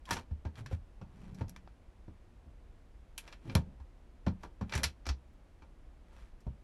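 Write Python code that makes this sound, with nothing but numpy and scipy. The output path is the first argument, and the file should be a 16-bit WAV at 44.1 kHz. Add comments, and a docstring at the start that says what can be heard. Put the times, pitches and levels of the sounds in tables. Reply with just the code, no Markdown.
"""Inside a parked vehicle, one microphone close to an overhead cupboard.
A hand works the push-button latch: button and bolt snap, rattle and squeak. The light door thumps
on its frame, sways and rings; palm and fingers rub over the panel.
The small furnished cabin answers the clicks and raps briefly, over a low hum."""
import sys
import numpy as np
from scipy import signal
from scipy.fft import rfft, irfft, next_fast_len
from scipy.io import wavfile
from scipy.ndimage import map_coordinates

SR = 44100
rng = np.random.default_rng(int(sys.argv[2]) if len(sys.argv) > 2 else 0)


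def generate_wav(sig):
    """Save sig (samples, or channels by samples) to the path in sys.argv[1] as 16-bit PCM at SR."""
    pcm = np.round(np.clip(np.atleast_2d(sig).T, -1, 1) * 32767).astype(np.int16)
    wavfile.write(sys.argv[1], SR, pcm)


N = 292725
RING_TIME = np.arange(SR // 2) / SR  # seconds since a blow

# modes of the door panel: (frequency [Hz], level [dB], t60 [s])
PANEL_MODES = [(108, 0.5, 0.21), (130.7, -3.5, .2), (157.6, -7, .15), (182.5, -5, 0.25),
               (209.5, -10.5, 0.22), (248, -8, 0.18), (313.8, -9.5, 0.13), (404.6, -10, 0.1),
               (530.3, -10.5, 0.11), (622.4, -12, 0.075), (733, -13, 0.063)]
# resonances of the latch and the board that holds it: (frequency [Hz], width [Hz], level [dB])
LATCH_MODES = [(910, 69, -3.5), (1400, 39, -8), (1604, 17, -4), (1763, 24, -5.5), (1990, 20, -8.5),
               (2356, 42, 1.5), (2590, 24, -3), (3230, 180, -12.5), (4116, 37, -3), (4400, 25, -12.5),
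               (5723, 210, -2), (6400, 40, -5.5), (7340, 97, -1), (8540, 32, -25.5)]
# knocks of the door on its frame:
# (time [s], sway level [dB], sway pitch [Hz], panel level [dB], favoured ring [Hz], rap level [dB])
DOOR_KNOCKS = [(0.108, -38.5, 83, -37.5, 345, -32.5), (0.167, -43, 84, -52, 250, -36),
               (0.31, -29, 74.6, -46, 240, -55), (0.451, -30.5, 77.5, -39, 235, -39),
               (0.723, -29.5, 81.4, -37.5, 169, -61), (0.712, -41, 82.5, -38.5, 520, -53),
               (1.0134, -45.5, 80.6, -43.5, 203, -46), (1.409, -31.5, 89, -33.5, 117, -38),
               (2.08, -44.5, 74.4, -46, 294, -56.5), (2.465, -45, 72, -53.5, 300, -75),
               (3.554, -21.5, 78.3, -23.5, 156, -26.5), (3.8, -40.5, 66, -72, 203, -53),
               (4.265, -25.5, 84, -26.5, 216.5, -30.5), (4.434, -44.5, 60.6, -54.5, 296, -37),
               (4.611, -33.5, 68.5, -32.5, 202, -36), (4.752, -26.5, 70.4, -35.5, 400, -50),
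               (4.843, -30, 73.4, -40.5, 457, -48), (5.066, -32.5, 68, -46.5, 293, -37.5),
               (5.092, -25, 64.3, -46.5, 290, -43.5), (5.6207, -49.5, 71, -74, 300, -49),
               (6.467, -31, 63, -37, 137, -51)]
PANEL_LIFT_DB, PANEL_OCTAVES = 8.5, 0.22  # the touched spot favours the modes around one pitch


def amp(db):
    """Gain of a level in dB."""
    return 10 ** (np.asarray(db) / 20)


def unit(x):
    """x at rms 1."""
    return x / np.sqrt(np.mean(x ** 2) + 1e-20)


def along(points, hz):
    """(frequency [Hz], value) points read on a log axis."""
    freqs, values = np.transpose(points)
    return np.interp(np.log(hz + 1), np.log(freqs + 1), values)


def near(hz, centre_hz, octaves):
    """A bell on the log-frequency axis, 1 at its centre."""
    return np.exp(-(np.log2((hz + 1) / centre_hz) / octaves) ** 2)


def fade(t, t60):
    """A decay of 60 dB in t60."""
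    return np.exp(-np.log(1000) * t / np.maximum(t60, 1e-4))


def add(track, s, sound):
    """Mix a sound into the track at time s."""
    part = track[max(round(s * SR), 0):][:len(sound)]
    part += sound[:len(part)]


def filtered(x, response):
    """x through a frequency response."""
    size = next_fast_len(len(x) + SR // 4)
    return irfft(rfft(x, size) * response(np.fft.rfftfreq(size, 1 / SR)), size)[:len(x)]


def noise(spectrum):
    """Noise of rms 1 with a given colour."""
    return unit(filtered(rng.standard_normal(N), lambda hz: amp(along(spectrum, hz))))


def causal(db):
    """The minimum-phase response with these gains: it sounds only after the blow."""
    cepstrum = irfft(np.log(amp(db)))
    half = len(cepstrum) // 2
    cepstrum[1:half] *= 2
    cepstrum[half + 1:] = 0
    return np.exp(rfft(cepstrum))


def resonances(modes, hz):
    """Summed response of (frequency [Hz], width [Hz], level [dB]) resonances."""
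    return sum(amp(db) * 1j * hz * width / (centre * centre - hz * hz + 1j * hz * width)
               for centre, width, db in modes)


def strokes(rows):
    """Gain of (peak time [s], length [s], level [dB]) movements that swell and ebb."""
    t = np.arange(N) / SR
    return sum(amp(db) * np.exp(-2 * ((t - s) / length) ** 2) for s, length, db in rows)


def burst(t60):
    """A dying puff of noise of energy 1."""
    puff = rng.standard_normal(len(RING_TIME)) * fade(RING_TIME, t60)
    return puff / np.linalg.norm(puff)


def hum(level_db=-54.5):
    """Room tone: the cabin's steady low rumble with a faint hiss above it."""
    # colour of the room tone: (frequency [Hz], relative density [dB])
    hum_colour = [(12, -47), (20, 1), (55, 0.5), (81, -10), (138, -18.5), (210, -20), (367, -22.5),
                  (410, -28), (485, -25.5), (1060, -32.5), (1150, -34), (2460, -40), (4420, -47.5),
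                  (11100, -55.5), (16000, -72)]
    return amp(level_db) * noise(hum_colour)


def cabin_tail():
    """Dense reflections in the furnished cabin, of energy 1; the treble dies first."""
    # reverberation of the cabin: (frequency [Hz], t60 [s])
    cabin_decay = [(200, 0.29), (900, 0.12), (2500, 0.13), (6000, 0.12), (11000, 0.11), (16000, 0.067)]
    hz, t, bands = signal.stft(rng.standard_normal(len(RING_TIME)), SR, nperseg=128)
    bands *= fade(t, along(cabin_decay, hz)[:, None])
    tail = signal.istft(bands, SR, nperseg=128)[1][:len(RING_TIME)]
    return tail / np.linalg.norm(tail)


def rubbing(grain_db=3.5, grain_hz=600):
    """Fingers and sliding parts stick and slip in fine grains and ring the latch."""
    # short strokes of friction: (peak time [s], length [s], level [dB])
    rubs = [(0.145, 0.071, -43), (0.592, 0.039, -54.5), (0.733, 0.038, -55), (1.24, 0.16, -66.5),
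            (1.402, 0.035, -61), (3.282, 0.082, -62), (3.513, 0.1, -58), (4.44, 0.052, -65),
            (4.763, 0.068, -44.5), (6.19, .13, -64)]
    # colour of the friction: (frequency [Hz], relative density [dB])
    rub_colour = [(150, 12), (400, 7.5), (1200, 7), (3500, -2.5), (6000, -10), (11500, -15), (13500, -31)]
    slips = map_coordinates(rng.standard_normal(N // 20), [np.arange(N) / SR * grain_hz], mode="wrap")
    friction = noise(rub_colour) * amp(grain_db * slips)
    return strokes(rubs) * unit(filtered(friction, lambda hz: 1 + resonances(LATCH_MODES, hz)))


def palm(width_hz=30):
    """A dragging palm stirs the panel's modes and damps them."""
    # the palm leans on the panel: (peak time [s], length [s], level [dB], favoured ring [Hz])
    presses = [(0.623, 0.093, -47, 123), (1.344, 0.31, -52.5, 181), (3.518, 0.083, -43.5, 280),
               (3.674, 0.13, -52.5, 146.5), (4.808, 0.075, -44, 520)]
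    track = np.zeros(N)
    for s, length, db, ring_hz in presses:
        damped = [(hz, width_hz, mode_db + PANEL_LIFT_DB * near(hz, ring_hz, PANEL_OCTAVES))
                  for hz, mode_db, _ in PANEL_MODES]
        drag = filtered(rng.standard_normal(N), lambda hz: resonances(damped, hz) ** 2)
        track += strokes([(s, length, db)]) * unit(drag)
    return track


def squeaks(jitter=0.23, overtone_db=-18):
    """Fast, uneven stick-slip of the button in its sleeve gives a brief gliding tone."""
    # button squeaks: (time [s], length [s], start pitch [Hz], end pitch [Hz], level [dB])
    glides = [(0.07, 0.042, 1102, 862, -47.5), (0.072, 0.044, 1810, 1570, -53),
              (0.121, 0.026, 1614, 1840, -42.5)]
    track = np.zeros(N)
    for s, length, start_hz, end_hz, db in glides:
        progress = np.minimum(RING_TIME / length, 1)
        pitch = start_hz + (end_hz - start_hz) * progress
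        pitch *= 1 + jitter * rng.standard_normal(len(pitch))
        phase = 2 * np.pi * np.cumsum(pitch) / SR
        tone = np.sin(phase) + amp(overtone_db) * np.sin(2 * phase)
        add(track, s, amp(db) * np.sin(np.pi * progress) * tone)
    return track


def door(sway_rise_s=0.0093, sway_t60=0.17, panel_rise_s=0.0011, sway_db=5, panel_db=-3, scatter_db=2):
    """The whole door sways at a pitch set by how it is held, while its panel rings in higher modes."""
    track = np.zeros(N)
    hz, mode_db, t60 = np.transpose(PANEL_MODES)[:, :, None]
    sway_envelope = fade(RING_TIME, sway_t60) * (1 - np.exp(-(RING_TIME / sway_rise_s) ** 2))
    for s, db, sway_hz, knock_db, ring_hz, _ in DOOR_KNOCKS:
        sway = np.sin(2 * np.pi * sway_hz * RING_TIME) * sway_envelope
        # where the blow lands decides the strength and sign of each mode
        lift_db = PANEL_LIFT_DB * near(hz, ring_hz, PANEL_OCTAVES)
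        strength = amp(mode_db + lift_db + scatter_db * rng.standard_normal(hz.shape))
        sign = rng.choice([-1, 1], hz.shape)
        modes = sign * strength * np.sin(2 * np.pi * hz * RING_TIME) * fade(RING_TIME, t60)
        panel = modes.sum(axis=0) * (1 - np.exp(-RING_TIME / panel_rise_s))
        add(track, s, -amp(db + sway_db) * sway + amp(knock_db + panel_db) * panel)
    return track


def contact(hardness, crack_db, ring_hz, rise_s, cabin_db=-2, ring_db=4, strike_db=6, lift_db=6):
    """One contact cracks, chatters and rings the latch; hardness points (Hz, dB) colour it."""
    # broad colour of every contact: (frequency [Hz], gain [dB])
    snap_colour = [(100, -7), (250, 7.5), (500, 12), (900, 14), (1400, 14), (2400, 8.5), (4000, 6.5),
                   (6000, 7), (8500, 8), (11500, 14.5), (13500, -8), (16000, -5)]
    hz = np.fft.rfftfreq(len(RING_TIME), 1 / SR)
    crack = amp(crack_db) * burst(t60=0.0089)
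    chatter = burst(t60=0.049)
    reflections = amp(cabin_db) * cabin_tail()
    blow = rfft((crack + chatter + reflections) * (1 - np.exp(-RING_TIME / rise_s)))
    ring = resonances(LATCH_MODES, hz) * (amp(strike_db) + amp(ring_db) * blow)
    spot_db = lift_db * near(hz, ring_hz, octaves=0.53)  # the struck spot favours one pitch range
    colour = along(snap_colour, hz) + along(hardness, hz) + spot_db
    return irfft((blow + ring) * causal(colour))


def raps(gain_db=7, rebound_s=0.014, rebound_db=-11.5):
    """The door's edge meets the frame bluntly and rebounds once."""
    # a blunt contact loses its treble: (frequency [Hz], gain [dB])
    blunt = [(250, 17.5), (900, 3.5), (2200, -1), (5000, -5.5), (10000, -27)]
    track = np.zeros(N)
    for s, *_, db in DOOR_KNOCKS:
        for delay_s, touch_db in [(0, 0), (rebound_s, rebound_db)]:
            rap = contact(blunt, crack_db=-7, ring_hz=950, rise_s=0.0016)
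            add(track, s + delay_s, amp(db + gain_db + touch_db) * rap)
    return track


def latch(gain_db=5, body_db=-8, body_loss=0.44, tick_db=-13):
    """Button and bolt snap hard; the brighter a click, the more tick and the less body it has."""
    # clicks: (time [s], level [dB], brightness [dB], first crack [dB], favoured ring [Hz])
    clicks = [(0.0546, -45.5, 2, -10, 3500), (0.1083, -17.5, 0, -10, 1080), (0.1307, -26.5, 2, -2, 6240),
              (0.167, -31, -14, -5, 1000), (0.5558, -50, -4, 3, 3600), (0.661, -38, -5, -1, 1360),
              (1.346, -51, 5, -9, 5200), (1.482, -51, 4, -12, 5160), (1.4945, -51.5, 13.5, 9, 5040),
              (1.5625, -43, -6, 7.5, 1110), (1.675, -56, -47, 6, 1480), (3.1787, -31, 11.5, -1, 2900),
              (3.277, -39.5, -9, -10, 2205), (3.3257, -37.5, -10, -7, 2430), (3.497, -37, -24, -15, 2420),
              (3.552, -24.5, 3, 9.5, 3450), (4.2814, -45, -12, -2, 4470), (4.4328, -46, 1, -7, 1000),
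              (4.6953, -42.5, -9, 4.5, 2620), (4.7237, -28, -17, -2.5, 2100), (4.7365, -25, -10, 0, 2120),
              (4.7516, -23.5, -2.5, -12, 7200), (4.777, -29.5, 1.5, 1, 2000), (4.8331, -19.5, 7, -5, 2200),
              (4.839, -16, 1, -6, 4300), (5.0554, -38, -15, -17, 5600), (5.0661, -32, -2.5, -1, 5560),
              (5.0894, -25.5, -10, -7, 5400), (6.405, -60, 7.5, -2, 5670)]
    track = np.zeros(N)
    for s, db, bright_db, crack_db, ring_hz in clicks:
        hardness = [(800, body_db - body_loss * bright_db), (2200, 0.03), (5000, 0.056),
                    (10000, tick_db + bright_db)]
        add(track, s, amp(db + gain_db) * contact(hardness, crack_db, ring_hz, rise_s=0.00028))
    return track


def scene():
    """Latch, door and hand close to one microphone, over the room tone."""
    return (hum() + latch() + raps() + door() + palm() + rubbing() + squeaks())[None]


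def record(dry):
    """The recorder cuts off steeply above its band limit."""
    top_hz = 16200
    return np.array([filtered(channel, lambda hz: 1 / np.sqrt(1 + (hz / top_hz) ** 120))
                     for channel in dry])


dry = scene()
out = record(dry)
generate_wav(out)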